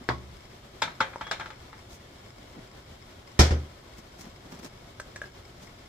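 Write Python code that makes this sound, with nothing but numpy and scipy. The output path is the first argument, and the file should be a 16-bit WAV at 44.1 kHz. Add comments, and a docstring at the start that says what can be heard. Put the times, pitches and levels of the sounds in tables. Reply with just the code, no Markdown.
"""A small kitchen, the microphone close to a pan of meat and vegetables simmering on a gas stove.
Tongs tap the pan and ring it, then are laid on the counter and rattle to rest. Something like a
cupboard door bangs shut and rebounds, its panel booming and its hardware jangling. A few thick
bubbles pop in the sauce and soft movements rustle nearby, over the low rumble of the flame
and the fizz of countless tiny bursts."""
import sys
import numpy as np
from scipy import signal
from scipy.fft import rfft, irfft
from scipy.io import wavfile
from scipy.ndimage import uniform_filter1d

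SR = 44100
rng = np.random.default_rng(int(sys.argv[2]) if len(sys.argv) > 2 else 0)


def digitize_waveform(pressure):
    """Quantize a signal to 16-bit integers and store it at the path in sys.argv[1].

    Rows of a 2-D input are taken as channels; values are limited to [-1, 1].
    """
    field = np.atleast_2d(pressure).T
    bounded = np.clip(field, -1, 1)
    quanta = np.round(bounded * 32767).astype(np.int16)
    wavfile.write(sys.argv[1], SR, quanta)


N = 259483
AGE = np.arange(SR) / SR  # time since a blow [s]

# modes of the pan: (frequency [Hz], level [dB], t60 [s])
PAN_MODES = [(665, -16, 0.27), (815, -17, 0.24), (990, -23, 0.13), (1106, 12, 0.23), (1325, 11, 0.042),
             (1596, -3, .12), (1940, -3, 0.083), (1950, 0, 0.12), (3380, 0, .2), (4870, -23, 0.18)]


def tongs_on_pan(out):
    """A hard tap ticks and rings the pan, which shakes the stove top and chatters on its grate."""
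    # taps: (time [s], level [dB], stove level [dB])
    taps = [(0.089, -18, -31)]
    # spectrum of the contact: (frequency [Hz], gain [dB])
    pan_colour = [(59, -20), (100, 2.5), (324, 4), (452, -2.5), (718, -4.5), (942, -13), (1090, 1),
                  (1430, -41), (2090, -5), (2520, -38), (3320, -16), (5040, -17.5), (6090, -25.5),
                  (15000, -52)]
    # modes of the stove top: (frequency [Hz], level [dB], t60 [s])
    stove_modes = [(71.1, -0.5, 0.85), (124, 1, 0.43), (190.4, -9.5, 0.66), (250, -4, 0.25),
                   (360, -7, 0.46)]
    for s, db, stove_db in taps:
        contact = unit(colour(crack(t60=0.017, room_db=-1.5, near_db=3, left_db=11), pan_colour))
        tick = undb(-3) * unit(ports(np.sin(2 * np.pi * 1650 * AGE) * fade(0.0093)))
        pan = undb(-7) * ring(PAN_MODES, spread=0.27)
        add(out, s, peak_level(tick + contact + pan, db))
        chatter = band(diffuse(len(AGE)), 660, 1430) * fade(0.14)
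        add(out, s + 0.008, peak_level(chatter, -26))
        stove = ring(stove_modes, spread=0.15) * rise(0.0088)
        add(out, s, peak_level(stove, stove_db))


def tongs_on_counter(out, full_blow_db=-24):
    """The tongs land and rock: heavy blows last longer with more bass, hard ones ring the arms more."""
    # blows: (time [s], level [dB], treble [dB], counter ring [dB])
    blows = [(0.819, -21, 5.5, -9.5), (0.8764, -35.5, -17, -24), (1.004, -18.5, -1.5, 0),
             (1.133, -42.5, -10, -5), (1.210, -31.5, -3, 0), (1.267, -37.5, -3, -12),
             (1.3115, -25, 5.5, -9), (1.397, -34, 4.5, 2.5), (1.407, -35, -8, -2), (1.458, -38, 1.5, -1),
             (1.503, -40, 0, -2), (1.7283, -42.5, -6, -7)]
    # spectrum of the contact: (frequency [Hz], gain [dB])
    contact_colour = [(59, -32), (100, -5.5), (434, -11), (885, -4.5), (1000, -8), (1590, -6), (1880, -12),
                      (2090, -9), (2800, -17.5), (3760, -13), (4730, -24.5), (5260, -21.5), (7510, -29.5),
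                      (9070, -36), (15000, -50)]
    # modes of the steel arms: (frequency [Hz], level [dB], t60 [s])
    arm_modes = [(650, -7.5, 0.064), (774, -14, 0.077), (1266, 15, 0.04), (1488, -5, 0.13),
                 (2326, -0.5, 0.15), (2380, -7, .18), (3560, -3, 0.13), (4200, -18, 0.42),
                 (5030, 5.5, 0.034), (7400, -5, .05)]
    # modes of the counter: (frequency [Hz], level [dB], t60 [s])
    counter_modes = [(531, -14.5, 0.39), (750, -19, 0.12), (878, 3.5, 0.13), (1095, -6, 0.082),
                     (1177, 5, 0.073), (1347, 9.5, 0.048), (1604, 0, 0.15), (1744, -23, 0.089),
                     (2000, -6, 0.14), (3190, -14.5, 0.15), (3360, -11, 0.083), (4223, -9.5, 0.09)]
    for s, db, treble_db, counter_db in blows:
        force_db = db - full_blow_db
        t60 = 0.051 * undb(0.2 * force_db)
        contact = unit(colour(crack(t60, room_db=-5.5, near_db=-6, left_db=3), contact_colour))
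        arms = undb(-7.5 + 0.25 * treble_db) * ring(arm_modes, spread=0.25)
        counter = undb(counter_db) * ring(counter_modes, spread=0.24)
        blow = (contact + arms + counter) * rise(0.0012)
        hardness = [(350, -1 + 0.11 * force_db), (800, -0.89), (1900, 0.62), (4200, treble_db)]
        add(out, s, peak_level(colour(blow, hardness), db))


def tongs_squeak(out):
    """Steel slides on the counter with a faint, wavering tone."""
    # slides: (time [s], length [s], pitch [Hz], level [dB])
    slides = [(1.233, 0.091, 3345, -50)]
    for s, length, hz, db in slides:
        count = int(length * SR)
        waver = uniform_filter1d(rng.standard_normal(count), size=100)
        tone = np.sin(2 * np.pi * np.cumsum(hz * (1 + 0.11 * waver)) / SR)
        add(out, s, peak_level(ports(tone * signal.windows.tukey(count, 0.5)), db))


def cupboard_door(out, crack_db=-14.5, latch_t60=0.35):
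    """Off to the right a door panel booms, its hardware jangles, and the room answers."""
    # the bang and its rebound: (time [s], force [dB])
    knocks = [(3.3906, 0.5), (3.506, -16.5)]
    # spectrum of the contact: (frequency [Hz], gain [dB])
    door_colour = [(88, -33), (150, -1), (238, -12.5), (371, -7.5), (612, -13), (757, -14.5), (1200, -21.5),
                   (1350, -19.5), (1670, -21.5), (2360, -19.5), (2600, -25.5), (3210, -20.5), (3970, -22),
                   (5510, -18), (15000, -45.5)]
    # modes of the panel: (frequency [Hz], level [dB], t60 [s])
    panel_modes = [(55, -27, 0.22), (76.1, 2, 0.33), (93.7, -8, 0.12), (121.5, -4.5, 0.21), (140, -16, 0.4),
                   (190, 1, 0.046), (246, -4.5, 0.063), (282.7, -12.5, 0.13), (304, -28, 0.096),
                   (338.4, -13.5, 0.19), (381, -19.5, 0.32), (463, -16, 0.23), (528, -19, 0.23)]
    # modes of the hardware: (frequency [Hz], level [dB], undamped t60 [s])
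    hardware_modes = [(740, 6, 0.35), (990, -1, 0.13), (1341, 7, 0.16), (1844, 8, 0.11), (2130, -21, 0.19),
                      (3030, -14, 0.17), (3000, -14, 0.12), (4580, -30, 0.22), (4050, -18, 0.35),
                      (5640, -9, 0.34), (5190, -3, 0.28), (5500, -19, 0.2), (5500, -5, 0.11),
                      (6460, -14, 0.16), (7600, -13, 0.22)]
    for s, force_db in knocks:
        # a softer knock keeps more of its thud, is duller and pushes for longer
        thud_db = -9.5 + 0.5 * force_db
        hardness = [(120, -2.5), (400, -2.5), (1500, 1.5), (6000, 0.5 + 0.52 * force_db)]
        push = rise(0.0014 * undb(-0.36 * force_db))
        contact = unit(colour(crack(t60=0.042, room_db=1.5, near_db=-1.5, left_db=-13), door_colour))
        jangle = undb(-6.5) * ring(hardware_modes, spread=1.4) * fade(latch_t60)  # the shut door damps it
        blow = (contact + jangle) * rise(0.0021)
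        add(out, s, peak_level(colour(blow, hardness), crack_db + force_db))
        # the heavy panel follows a moment later, swinging away from the microphone first
        thud = band(ring(panel_modes, spread=0.058) * push, 35, 2000)
        add(out, s + 0.0024, -peak_level(thud, thud_db))
        # the bass builds up slowly in the room and stays longest
        boom = band(diffuse(len(AGE)), 83, 285) * fade(0.39) * rise(0.0072)
        add(out, s, peak_level(boom, thud_db - 15))


def sauce_bubbles(out, hollow_hz=600, hollow_db=-11.5):
    """A bubble's film snaps; its cavity and the hollow below ring briefly, almost dry this close."""
    # bubbles: (time [s], cavity level [dB], pitch [Hz], relative snap [dB])
    bubbles = [(1.159, -23, 930, -19), (4.9991, -26.5, 1568, -3), (5.160, -31, 1696, 0),
               (5.2167, -24.5, 1635, -12), (5.241, -35, 1634, -25)]
    # spectrum of the snap: (frequency [Hz], gain [dB])
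    film_colour = [(150, -31), (500, 2), (1900, 1.5), (3000, -6), (8000, -2), (15000, -33)]
    for s, db, hz, snap_db in bubbles:
        t60 = 0.031 * (hz / 1650) ** 1.6  # larger, lower bubbles die sooner in the thick sauce
        cavity = np.sin(2 * np.pi * hz * AGE) * fade(t60)
        hollow = undb(hollow_db) * np.sin(2 * np.pi * hollow_hz * AGE) * fade(0.037)
        film = colour(rng.standard_normal(len(AGE)), film_colour)[0] * fade(0.042)
        pop = undb(db) * (cavity + hollow + undb(snap_db) * film)
        room = undb(-11) * kitchen(low_t60=0.25, high_t60=0.2)
        add(out, s, ports(pop) + convolve(pop, room))


def rustles(out, crinkle_db=3, typical_touch_s=0.048):
    """Soft movements near the microphone: a dull bump under an uneven swish of rubbing."""
    # touches: (time [s], length [s], swish level [dB], treble [dB])
    touches = [(0, 0.043, -56.5, -16.5), (1.874, 0.12, -51.5, 8), (2.505, .14, -54, -18),
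               (3.959, 0.049, -49.5, 3), (4.167, 0.089, -48.5, 6), (4.222, .082, -49.5, -7),
               (4.439, 0.047, -55, -9), (4.479, 0.11, -48, -4), (4.585, 0.023, -46.5, 1.5),
               (4.61, 0.081, -44, -1), (4.641, 0.012, -43.5, 4), (5.577, 0.12, -53, 1)]
    # spectrum of the rubbing: (frequency [Hz], gain [dB])
    rub_colour = [(200, 12), (650, 12.5), (2000, 5), (3000, 0), (6000, 5), (9000, -3), (15000, -8)]
    for s, length, db, treble_db in touches:
        count = int(length * SR)
        swell = np.hanning(count)
        # duller and briefer touches bump harder
        bump_db = db + 2 - 0.61 * treble_db + 10 * np.log10(typical_touch_s / length)
        add(out, s, level(band(diffuse(count), 137, 310), bump_db) * swell)
        crinkle = level(uniform_filter1d(rng.standard_normal(count), size=130), 0)
        swish = colour(diffuse(count) * undb(crinkle_db * crinkle), rub_colour)
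        add(out, s, level(colour(swish, [(1500, 0), (6000, treble_db)]), db) * swell)


def gas_flame(flame_db=-49, flutter_db=1):
    """The flame under the pan rumbles and flutters."""
    # spectrum of the flame: (frequency [Hz], gain [dB])
    flame_colour = [(15, -18), (25, -4.5), (59, 2), (125, 1), (154, -4.5), (326, -8), (363, -4), (438, -11),
                    (673, -10.5), (790, -14), (856, -15.5), (2130, -21), (2700, -24.5), (3260, -21),
                    (15000, -40)]
    flutter = level(band(rng.standard_normal(N), 3.36, 10.25), 0)
    return level(colour(diffuse(N), flame_colour) * undb(flutter_db * flutter), flame_db)


def simmer(bursts_per_s=400, spread_db=4.5, fizz_db=-65, ring_db=-69):
    """The sauce hisses with countless tiny bursts that set the pan ringing faintly."""
    # spectrum of a burst: (frequency [Hz], gain [dB])
    fizz_colour = [(300, -13), (1600, -8.5), (2150, 15.5), (2600, -9), (3050, 0), (4000, -17),
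                   (5400, 13.5), (6300, -42), (7400, 8), (9000, -21), (15000, -22)]
    sizes = undb(spread_db * np.minimum(rng.exponential(size=N), 5))
    bursts = (rng.random(N) < bursts_per_s / SR) * sizes
    fizz = ports(colour(bursts, fizz_colour)[0], left_db=6.5)
    pan = convolve(bursts, ring(PAN_MODES, spread=1))
    return level(fizz, fizz_db) + level(pan, ring_db)


def stove_surrounds(x):
    """Small hard surfaces around the stove mirror the treble and ripple its spectrum."""
    # echoes off the back panel, hood and pot: (left delay [s], right delay [s], level [dB])
    echoes = [(.00092, 0.0019, -29), (.00231, 0.0025, -16), (.00415, 0.0059, -16), (.0063, 0.016, -10)]
    bright = band(x, 1030, 9800)
    out = x.copy()
    for left_s, right_s, db in echoes:
        for port, delay in enumerate((left_s, right_s)):
            lag = int(delay * SR)
            out[port, lag:] += undb(db) * bright[port, :N - lag]
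    return out


def kitchen(low_t60=0.32, high_t60=0.21, build_s=0.0057):
    """The room's reflections build up within milliseconds; the treble dies first."""
    noise = diffuse(len(AGE))
    low = signal.sosfilt(signal.butter(1, 2000, fs=SR, output="sos"), noise)
    return unit((low * fade(low_t60) + (noise - low) * fade(high_t60)) * rise(build_s))


def crack(t60, room_db, near_db, left_db):
    """Dense short-lived vibration at a contact, its echo off nearby surfaces, then the room."""
    direct = ports(rng.standard_normal(len(AGE)) * fade(t60), left_db)
    near = diffuse(len(AGE)) * fade(t60) * AGE
    return unit(direct) + undb(near_db) * unit(near) + undb(room_db) * kitchen()


def ring(modes, spread):
    """Damped modes, weighted a little anew each blow; spread [rad] scatters their phase at the ports."""
    out = 0
    for (hz, db, t60), (scatter_db, turn) in zip(modes, rng.standard_normal((len(modes), 2))):
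        phase = 2 * np.pi * hz * AGE + spread * turn * np.array([[1], [-1]])
        out = out + undb(db + scatter_db) * fade(t60) * np.sin(phase)
    return unit(out)


def ports(x, left_db=0, lag=3):
    """Direct sound reaches the microphone's left port a few samples late, left_db above the right."""
    return np.array([np.roll(x, lag) * undb(left_db / 2), x * undb(-left_db / 2)])


def diffuse(count, split_hz=520):
    """Noise from all around: alike at both ports in the bass, unrelated in the treble."""
    mid, side = rng.standard_normal((2, count))
    side = signal.sosfilt(signal.butter(2, split_hz, "high", fs=SR, output="sos"), side)
    return np.array([mid + side, mid - side])


def rise(seconds):
    """Attack with this time constant."""
    return 1 - np.exp(-AGE / seconds)


def fade(t60):
    """Decay by 60 dB in t60 seconds."""
    return undb(-60 * AGE / max(t60, 0.002))


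def colour(x, points, size=4096):
    """Minimum-phase filter through (frequency [Hz], gain [dB]) points."""
    hz, db = np.transpose(points)
    gain_db = np.interp(np.log(np.fft.rfftfreq(size, 1 / SR) + 1), np.log(hz), db)
    cepstrum = irfft(np.log(undb(gain_db)))
    cepstrum[1:size // 2] *= 2
    cepstrum[size // 2 + 1:] = 0
    response = irfft(np.exp(rfft(cepstrum)))
    return convolve(x, response[None])


def convolve(x, response):
    """Pass x through an impulse response, keeping its length."""
    return signal.fftconvolve(np.atleast_2d(x), response, axes=-1)[:, :x.shape[-1]]


def band(x, lo_hz, hi_hz):
    """Band-pass filter."""
    return signal.sosfilt(signal.butter(2, [lo_hz, hi_hz], "band", fs=SR, output="sos"), x)


def undb(db):
    """Decibels to gain."""
    return 10 ** (np.asarray(db) / 20)


def unit(x):
    """Scale to an energy of one."""
    return x / np.sqrt(np.mean(np.sum(x ** 2, axis=-1)))


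def level(x, db):
    """Scale to an rms level."""
    return x * undb(db) / np.sqrt(np.mean(x ** 2))


def peak_level(x, db, size=300):
    """Scale so that the loudest few milliseconds have this level."""
    power = uniform_filter1d(np.mean(np.atleast_2d(x) ** 2, axis=0), size)
    return x * undb(db) / np.sqrt(power.max())


def add(out, s, x):
    """Mix x into out from time s."""
    start = int(s * SR)
    out[:, start:start + x.shape[-1]] += x[..., :N - start]


def scene():
    """The kitchen as heard from beside the stove."""
    out = gas_flame() + simmer()
    for source in (tongs_on_pan, tongs_on_counter, tongs_squeak, cupboard_door, sauce_bubbles, rustles):
        source(out)
    return stove_surrounds(out)


def record(dry, left_treble_db=1.9, top_hz=15500):
    """The microphone's left port is a little brighter; the recorder clips and cuts the top."""
    # response of both ports: (frequency [Hz], gain [dB])
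    port_colour = [(5600, -0.5), (7600, -1), (8700, -3.5), (9700, -2.5), (14500, -1)]
    left = colour(dry[0], [(250, 0.0069), (1200, left_treble_db)])[0]
    heard = colour(np.array([left, dry[1]]), port_colour)
    lowpass = signal.ellip(10, 0.2, 80, top_hz, fs=SR, output="sos")
    return signal.sosfilt(lowpass, np.clip(heard, -1, 1))


dry = scene()
out = record(dry)
digitize_waveform(out)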